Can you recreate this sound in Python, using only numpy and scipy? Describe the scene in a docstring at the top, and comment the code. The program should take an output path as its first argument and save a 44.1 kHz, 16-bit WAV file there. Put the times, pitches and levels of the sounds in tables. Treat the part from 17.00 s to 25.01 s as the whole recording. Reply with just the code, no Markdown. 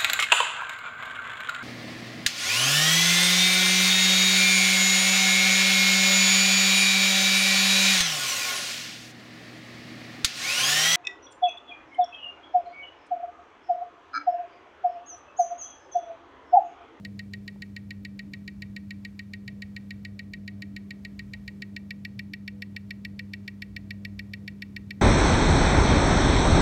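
"""Mains hum, a low rumble of appliances and broad room noise run throughout: wavering tones and shaped noise.
Seven times a second a wrist watch ticks faintly, and a timing machine answers with a click of its small sounder.
The click is a sum of ringing modes of the plastic case, with scatter off the desk and a small room's tail.
The phone starts beside the machine and settles, its fingers tapping dully now and then; after four seconds
it swings to the front, so the click changes colour and the watch fades."""
import sys
import numpy as np
from scipy import signal
from scipy.fft import rfft, irfft
from scipy.io import wavfile
from scipy.ndimage import uniform_filter1d

SR = 44100
rng = np.random.default_rng(int(sys.argv[2]) if len(sys.argv) > 2 else 0)


def output_pcm(signal):
    """Save a mono or channel-first signal as 16-bit PCM at the path in sys.argv[1].

    Samples are clipped to [-1, 1] before scaling.
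    """
    pcm = np.clip(np.atleast_2d(signal).T, -1, 1) * 32767
    wavfile.write(sys.argv[1], SR, np.round(pcm).astype(np.int16))


N = 353241
T = np.arange(N) / SR

BEAT_S, FIRST_S, LIMP_S, POLL_HZ = 1 / 7, .0486, .00027, 4800  # LIMP_S: lateness of every other beat
# the phone's swing from beside the machine to its front
SWING_START_S, SWING_END_S = 4.46, 5.1
SIDE_DB, PASSING_DB, FRONT_DB = 0, -1, -0.15  # click gain: beside, extra in mid-swing, in front
# the phone starts a little closer, and one band of the click is hollowed out until it has settled
SETTLED_S, SETTLING_DB = .95, 1.5
HOLLOW, HOLLOW_LOW_HZ, HOLLOW_HIGH_HZ = .6, 2150, 2600  # HOLLOW: strength of the cut at the start
TREBLE_HZ, TREBLE_LIFT_DB, TREBLE_SCATTER_DB = 5750, 2.5, 0.5  # scatter: spread from beat to beat
ROUNDING = 1.2  # above 1, a mode's decay steepens with time
SNAP_T60_S, SNAP_RISE_S = .015, .002
ROOM_T60_S, ROOM_GAP_S, ROOM_DB, ROOM_DULL_HZ = .38, .012, -29, 2510
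CLUTTER_T60_S, CLUTTER_DB = .03, -17
FRESH_SHARE = .3  # share of the reflections' power that is drawn anew for each beat
WATCH_T60_S, WATCH_RISE_S = .012, .0003
WEAK_SWING_DB, WATCH_FAR_DB, WATCH_SCATTER_DB = -4, -9, 2.5  # every other swing; phone in front; spread
AIR_DB = -50  # rms of the broad noise
TOP_HZ = 15900


def undb(db):
    """Decibels to an amplitude factor."""
    return 10 ** (np.asarray(db) / 20)


def level(x, db):
    """Scale a sound to an rms level in dB."""
    return x * undb(db) / np.sqrt(np.mean(x ** 2))


def walk(rate):
    """Random levels held 1 / rate s and slewed twice; spread near 1."""
    k = int(SR / rate)
    held = np.repeat(rng.standard_normal(N // k + 1), k)
    return 1.3 * uniform_filter1d(uniform_filter1d(held, k), k)[:N]


def coloured(gain):
    """Noise shaped by a gain for each frequency."""
    hz = np.arange(N // 2 + 1) * SR / N + 1  # 1 Hz up, so that a logarithm is safe
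    return irfft(rfft(rng.standard_normal(N)) * gain(hz), N)


def add(out, s, sound):
    """Mix a sound in at s seconds, cut off at the end."""
    i = int(round(s * SR))
    out[i:i + len(sound)] += sound[:N - i]


def decay(t, t60):
    """Exponential fade reaching -60 dB after t60 seconds."""
    return np.exp(-np.log(1000) * t / t60)


def ring(hz, t60, db, rise, sign):
    """Modes that build up and die away, summed."""
    t = T[:SR // 16, None]
    shape = (1 - np.exp(-t / rise)) ** 2 * np.exp(-np.log(1000) * (t / t60) ** ROUNDING)
    return (shape * np.sin(2 * np.pi * hz * t)) @ (sign * undb(db))


def beats():
    """Time of each click, and how far the phone has got through its swing (0-1)."""
    beat = np.arange(int(N / SR / BEAT_S))
    # every other swing of the balance comes late, and the machine answers at the nearest poll
    times = FIRST_S + beat * BEAT_S + beat % 2 * LIMP_S
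    times = np.round(times * POLL_HZ) / POLL_HZ
    return times, np.clip((times - SWING_START_S) / (SWING_END_S - SWING_START_S), 0, 1)


def hum():
    """Mains-locked tones and a motor tone just under one of them, so the pair throbs; each wavers a little."""
    # tones: pitch_hz, level_db (rms before wavering), waver_db
    hum_tones = [(99.95, -50.5, 2.5), (199.9, -43, .9), (291, -64.5, 2.5), (299.9, -67, 2.5),
                 (399.8, -72, 3.5), (499.7, -82, 4), (599.7, -87, 4)]
    out = np.zeros(N)
    for hz, db, waver_db in hum_tones:
        tone = np.sin(2 * np.pi * (hz * T + rng.random()))
        out += np.sqrt(2) * undb(db + waver_db * walk(6.6)) * tone
    return out


def air():
    """Broad room noise in bands that swell on their own, with a few soft low resonances of appliances."""
    # spectrum of the broad noise: pitch_hz, level_db (per Hz, relative)
    air_curve = [(15, -48), (25, -40), (60, -6.5), (95, 1.5), (145, -3.5), (230, -9), (330, -14.5),
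                 (451, -21), (760, -30), (1400, -33.5), (2000, -36), (3250, -39), (5880, -42.5),
                 (9300, -47.5), (10400, -49.5), (11600, -47), (13500, -50), (16000, -52)]
    # low resonances: pitch_hz, width_hz (at half amplitude), level_db (rms before swelling)
    rumble_bands = [(63, 9.9, -62), (123.3, 28, -60.5), (157.4, 17, -63.5), (291, 52, -64),
                    (490, 26, -77.5), (634, 76, -76.5)]
    hz, db = np.transpose(air_curve)
    broad = np.zeros(N)
    for lo, hi in ((0, 250), (250, 450), (450, 800), (800, SR)):
        band = coloured(lambda f: undb(np.interp(np.log(f), np.log(hz), db)) * (f >= lo) * (f < hi))
        swell_db = 1.5 if hi < SR else .4
        broad += band * undb(swell_db * walk(4))
    rumble = np.zeros(N)
    for centre, width, rms_db in rumble_bands:
        band = coloured(lambda f: 1 / (1 + (2 * (f - centre) / width) ** 2))
        rumble += level(band, rms_db) * undb(3.6 * walk(9))
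    return level(broad, AIR_DB) + rumble


def watch():
    """Escapement impacts ring thin high case modes, strong and weak by turns, fading as the phone leaves."""
    # impacts just before the machine answers: ahead_s (of the click), level_db (on a strong swing)
    impacts = [(.0165, -68), (.0137, -71)]
    # modes of the watch case: pitch_hz, level_db (added to the impact's)
    watch_modes = [(12200, -7), (13000, -4), (14600, -3), (15100, -2)]
    times, way = beats()
    hz, mode_db = np.transpose(watch_modes)
    out = np.zeros(N)
    for k, at in enumerate(times):
        swing_db = WEAK_SWING_DB * (1 - k % 2) + WATCH_FAR_DB * way[k]
        for ahead, impact_db in impacts:
            chance = rng.standard_normal((3, len(hz)))  # level, pitch and polarity of each mode
            db = mode_db + impact_db + swing_db + WATCH_SCATTER_DB * chance[0]
            tick = ring(hz + 120 * chance[1], WATCH_T60_S, db, WATCH_RISE_S, np.sign(chance[2]))
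            add(out, at - ahead, tick)
    return out


def click(view):
    """The click from the side (0) or front (1): case modes in alternating polarity and a dense treble snap."""
    # case and sounder modes: pitch_hz, side_t60_s, side_level_db, side_rise_s,
    # front_t60_s, front_level_db, front_rise_s
    case_modes = np.array([(1487.0, 0.034, -48.0, 0.0048, 0.025, -44.5, 0.0034),
                           (1764.0, 0.016, -31.3, 0.0049, 0.017, -23.6, 0.005),
                           (1890.0, 0.039, -23.6, 0.005, 0.021, -13.4, 0.0043),
                           (1912.0, 0.008, -67.0, 0.0046, 0.036, -25.6, 0.0015),
                           (2087.0, 0.028, -29.6, 0.005, 0.011, -28.3, 0.0011),
                           (2238.0, 0.037, -36.3, 0.005, 0.023, -23.9, 0.005),
                           (2324.0, 0.02, -30.8, 0.0008, 0.029, -29.3, 0.0012),
                           (2547.0, 0.038, -45.4, 0.0047, 0.024, -38.9, 0.0018),
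                           (2680.0, 0.046, -46.7, 0.0007, 0.036, -36.0, 0.0035),
                           (2783.0, 0.025, -45.0, 0.0016, 0.06, -52.7, 0.0005),
                           (3023.0, 0.025, -37.3, 0.0031, 0.024, -42.7, 0.0005),
                           (3314.0, 0.012, -47.8, 0.0047, 0.013, -23.7, 0.005),
                           (3466.0, 0.028, -48.7, 0.0017, 0.008, -47.0, 0.0005),
                           (3689.0, 0.011, -42.1, 0.0008, 0.017, -35.4, 0.0006),
                           (3846.0, 0.028, -36.3, 0.0049, 0.008, -70.0, 0.005),
                           (3962.0, 0.027, -45.8, 0.0005, 0.027, -45.4, 0.0006),
                           (4245.0, 0.012, -25.9, 0.0021, 0.025, -42.3, 0.0006),
                           (4379.0, 0.042, -58.3, 0.0048, 0.012, -17.6, 0.005),
                           (4631.0, 0.021, -39.5, 0.0006, 0.011, -34.9, 0.0006),
                           (4964.0, 0.021, -52.7, 0.0008, 0.024, -54.1, 0.0005),
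                           (5246.0, 0.018, -52.9, 0.0005, 0.015, -27.4, 0.005),
                           (5446.0, 0.017, -49.2, 0.0005, 0.008, -30.2, 0.0015),
                           (5939.0, 0.008, -54.2, 0.0015, 0.02, -58.6, 0.001),
                           (6522.0, 0.008, -45.9, 0.0013, 0.032, -68.1, 0.0005),
                           (6851.0, 0.008, -42.9, 0.0013, 0.008, -30.7, 0.0049),
                           (7121.0, 0.009, -28.8, 0.005, 0.008, -70.0, 0.005),
                           (7394.0, 0.008, -70.0, 0.005, 0.011, -36.5, 0.0046),
                           (7635.0, 0.015, -50.8, 0.0012, 0.028, -66.5, 0.0049),
                           (7784.0, 0.009, -70.0, 0.005, 0.017, -57.7, 0.0005)])
    # level contour of the short treble modes: pitch_hz, side_level_db, front_level_db
    snap_curve = np.array([(8600, -64, -55), (8720, -64, -66), (9770, -78, -72), (10480, -64, -62.5),
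                           (12000, -61.5, -55.5), (13130, -58.5, -58.5), (13800, -90, -67),
                           (14800, -66, -64), (15370, -74, -79)])
    t60, case_db, rise = case_modes[:, 1 + 3 * view:4 + 3 * view].T
    body = ring(case_modes[:, 0], t60, case_db, rise, (-1.) ** np.arange(len(case_modes)))
    chance = rng.standard_normal((3, 48))  # pitch, level and polarity of each treble mode
    hz = np.linspace(snap_curve[0, 0], snap_curve[-1, 0], num=48) + 50 * chance[0]
    db = np.interp(hz, snap_curve[:, 0], snap_curve[:, 1 + view]) + 2.5 * chance[1]
    return body + ring(hz, SNAP_T60_S, db, SNAP_RISE_S, np.sign(chance[2]))


def room_tail():
    """A diffuse tail that builds after the first walls answer, and quick scatter off things on the desk."""
    t = T[:SR // 3]
    tail = rng.standard_normal(len(t)) * (1 - np.exp(-t / ROOM_GAP_S)) * decay(t, ROOM_T60_S)
    tail = signal.sosfilt(signal.butter(1, ROOM_DULL_HZ, fs=SR, output="sos"), tail)
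    scatter = rng.standard_normal(len(t)) * decay(t, CLUTTER_T60_S)
    # each is set to a total energy, as an impulse response
    tail *= undb(ROOM_DB) / np.linalg.norm(tail)
    scatter *= undb(CLUTTER_DB) / np.linalg.norm(scatter)
    return np.array([tail, scatter])


def clicks():
    """One click on every beat, turning from the side sound to the front sound as the phone moves."""
    side, front, steady = click(0), click(1), room_tail()
    treble = signal.butter(4, TREBLE_HZ, "high", fs=SR, output="sos")
    band = signal.butter(2, (HOLLOW_LOW_HZ, HOLLOW_HIGH_HZ), "band", fs=SR, output="sos")
    times, way = beats()
    facing = np.sin(np.pi / 2 * way) ** 2  # share of the power that comes from the front
    settling = np.cos(np.pi / 2 * np.clip(times / SETTLED_S, 0, 1))
    gain_db = SIDE_DB + (FRONT_DB - SIDE_DB) * facing
    gain_db = gain_db + PASSING_DB * np.sin(np.pi * way) + SETTLING_DB * settling
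    lift_db = TREBLE_LIFT_DB + TREBLE_SCATTER_DB * rng.standard_normal(len(times))
    out = np.zeros(N)
    for at, share, hollow, db, lift in zip(times, facing, HOLLOW * settling, gain_db, lift_db):
        heard = undb(db) * (np.sqrt(1 - share) * side + np.sqrt(share) * front)
        heard = heard - hollow * signal.sosfiltfilt(band, heard)
        # each beat's reflections mix a steady part with a freshly drawn part
        tail, scatter = np.sqrt(1 - FRESH_SHARE) * steady + np.sqrt(FRESH_SHARE) * room_tail()
        add(out, at, signal.fftconvolve(front, tail))  # the walls are fed by the front wherever the phone is
        add(out, at, signal.fftconvolve(heard, scatter))
        add(out, at, heard + (undb(lift) - 1) * signal.sosfiltfilt(treble, heard))
    return out


def knocks():
    """Dull short taps of fingers on the phone: two low tones that die at once."""
    # faint handling taps: start_s, level_db (of the upper tone before its decay)
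    taps = [(.56, -51), (4.0, -60), (4.35, -55), (5.75, -57)]
    t = T[:SR // 20]
    tones = np.sin(2 * np.pi * 850 * t) + 1.1 * np.sin(2 * np.pi * 620 * t)
    out = np.zeros(N)
    for s, db in taps:
        add(out, s, undb(db) * decay(t, 0.026) * tones)
    return out


def scene():
    """All layers summed to one channel."""
    return (hum() + air() + watch() + clicks() + knocks())[None]


def record(dry):
    """The phone cuts the top with a steep low-pass."""
    return signal.sosfilt(signal.ellip(10, .2, 60, TOP_HZ, fs=SR, output="sos"), dry)


dry = scene()
out = record(dry)
output_pcm(out)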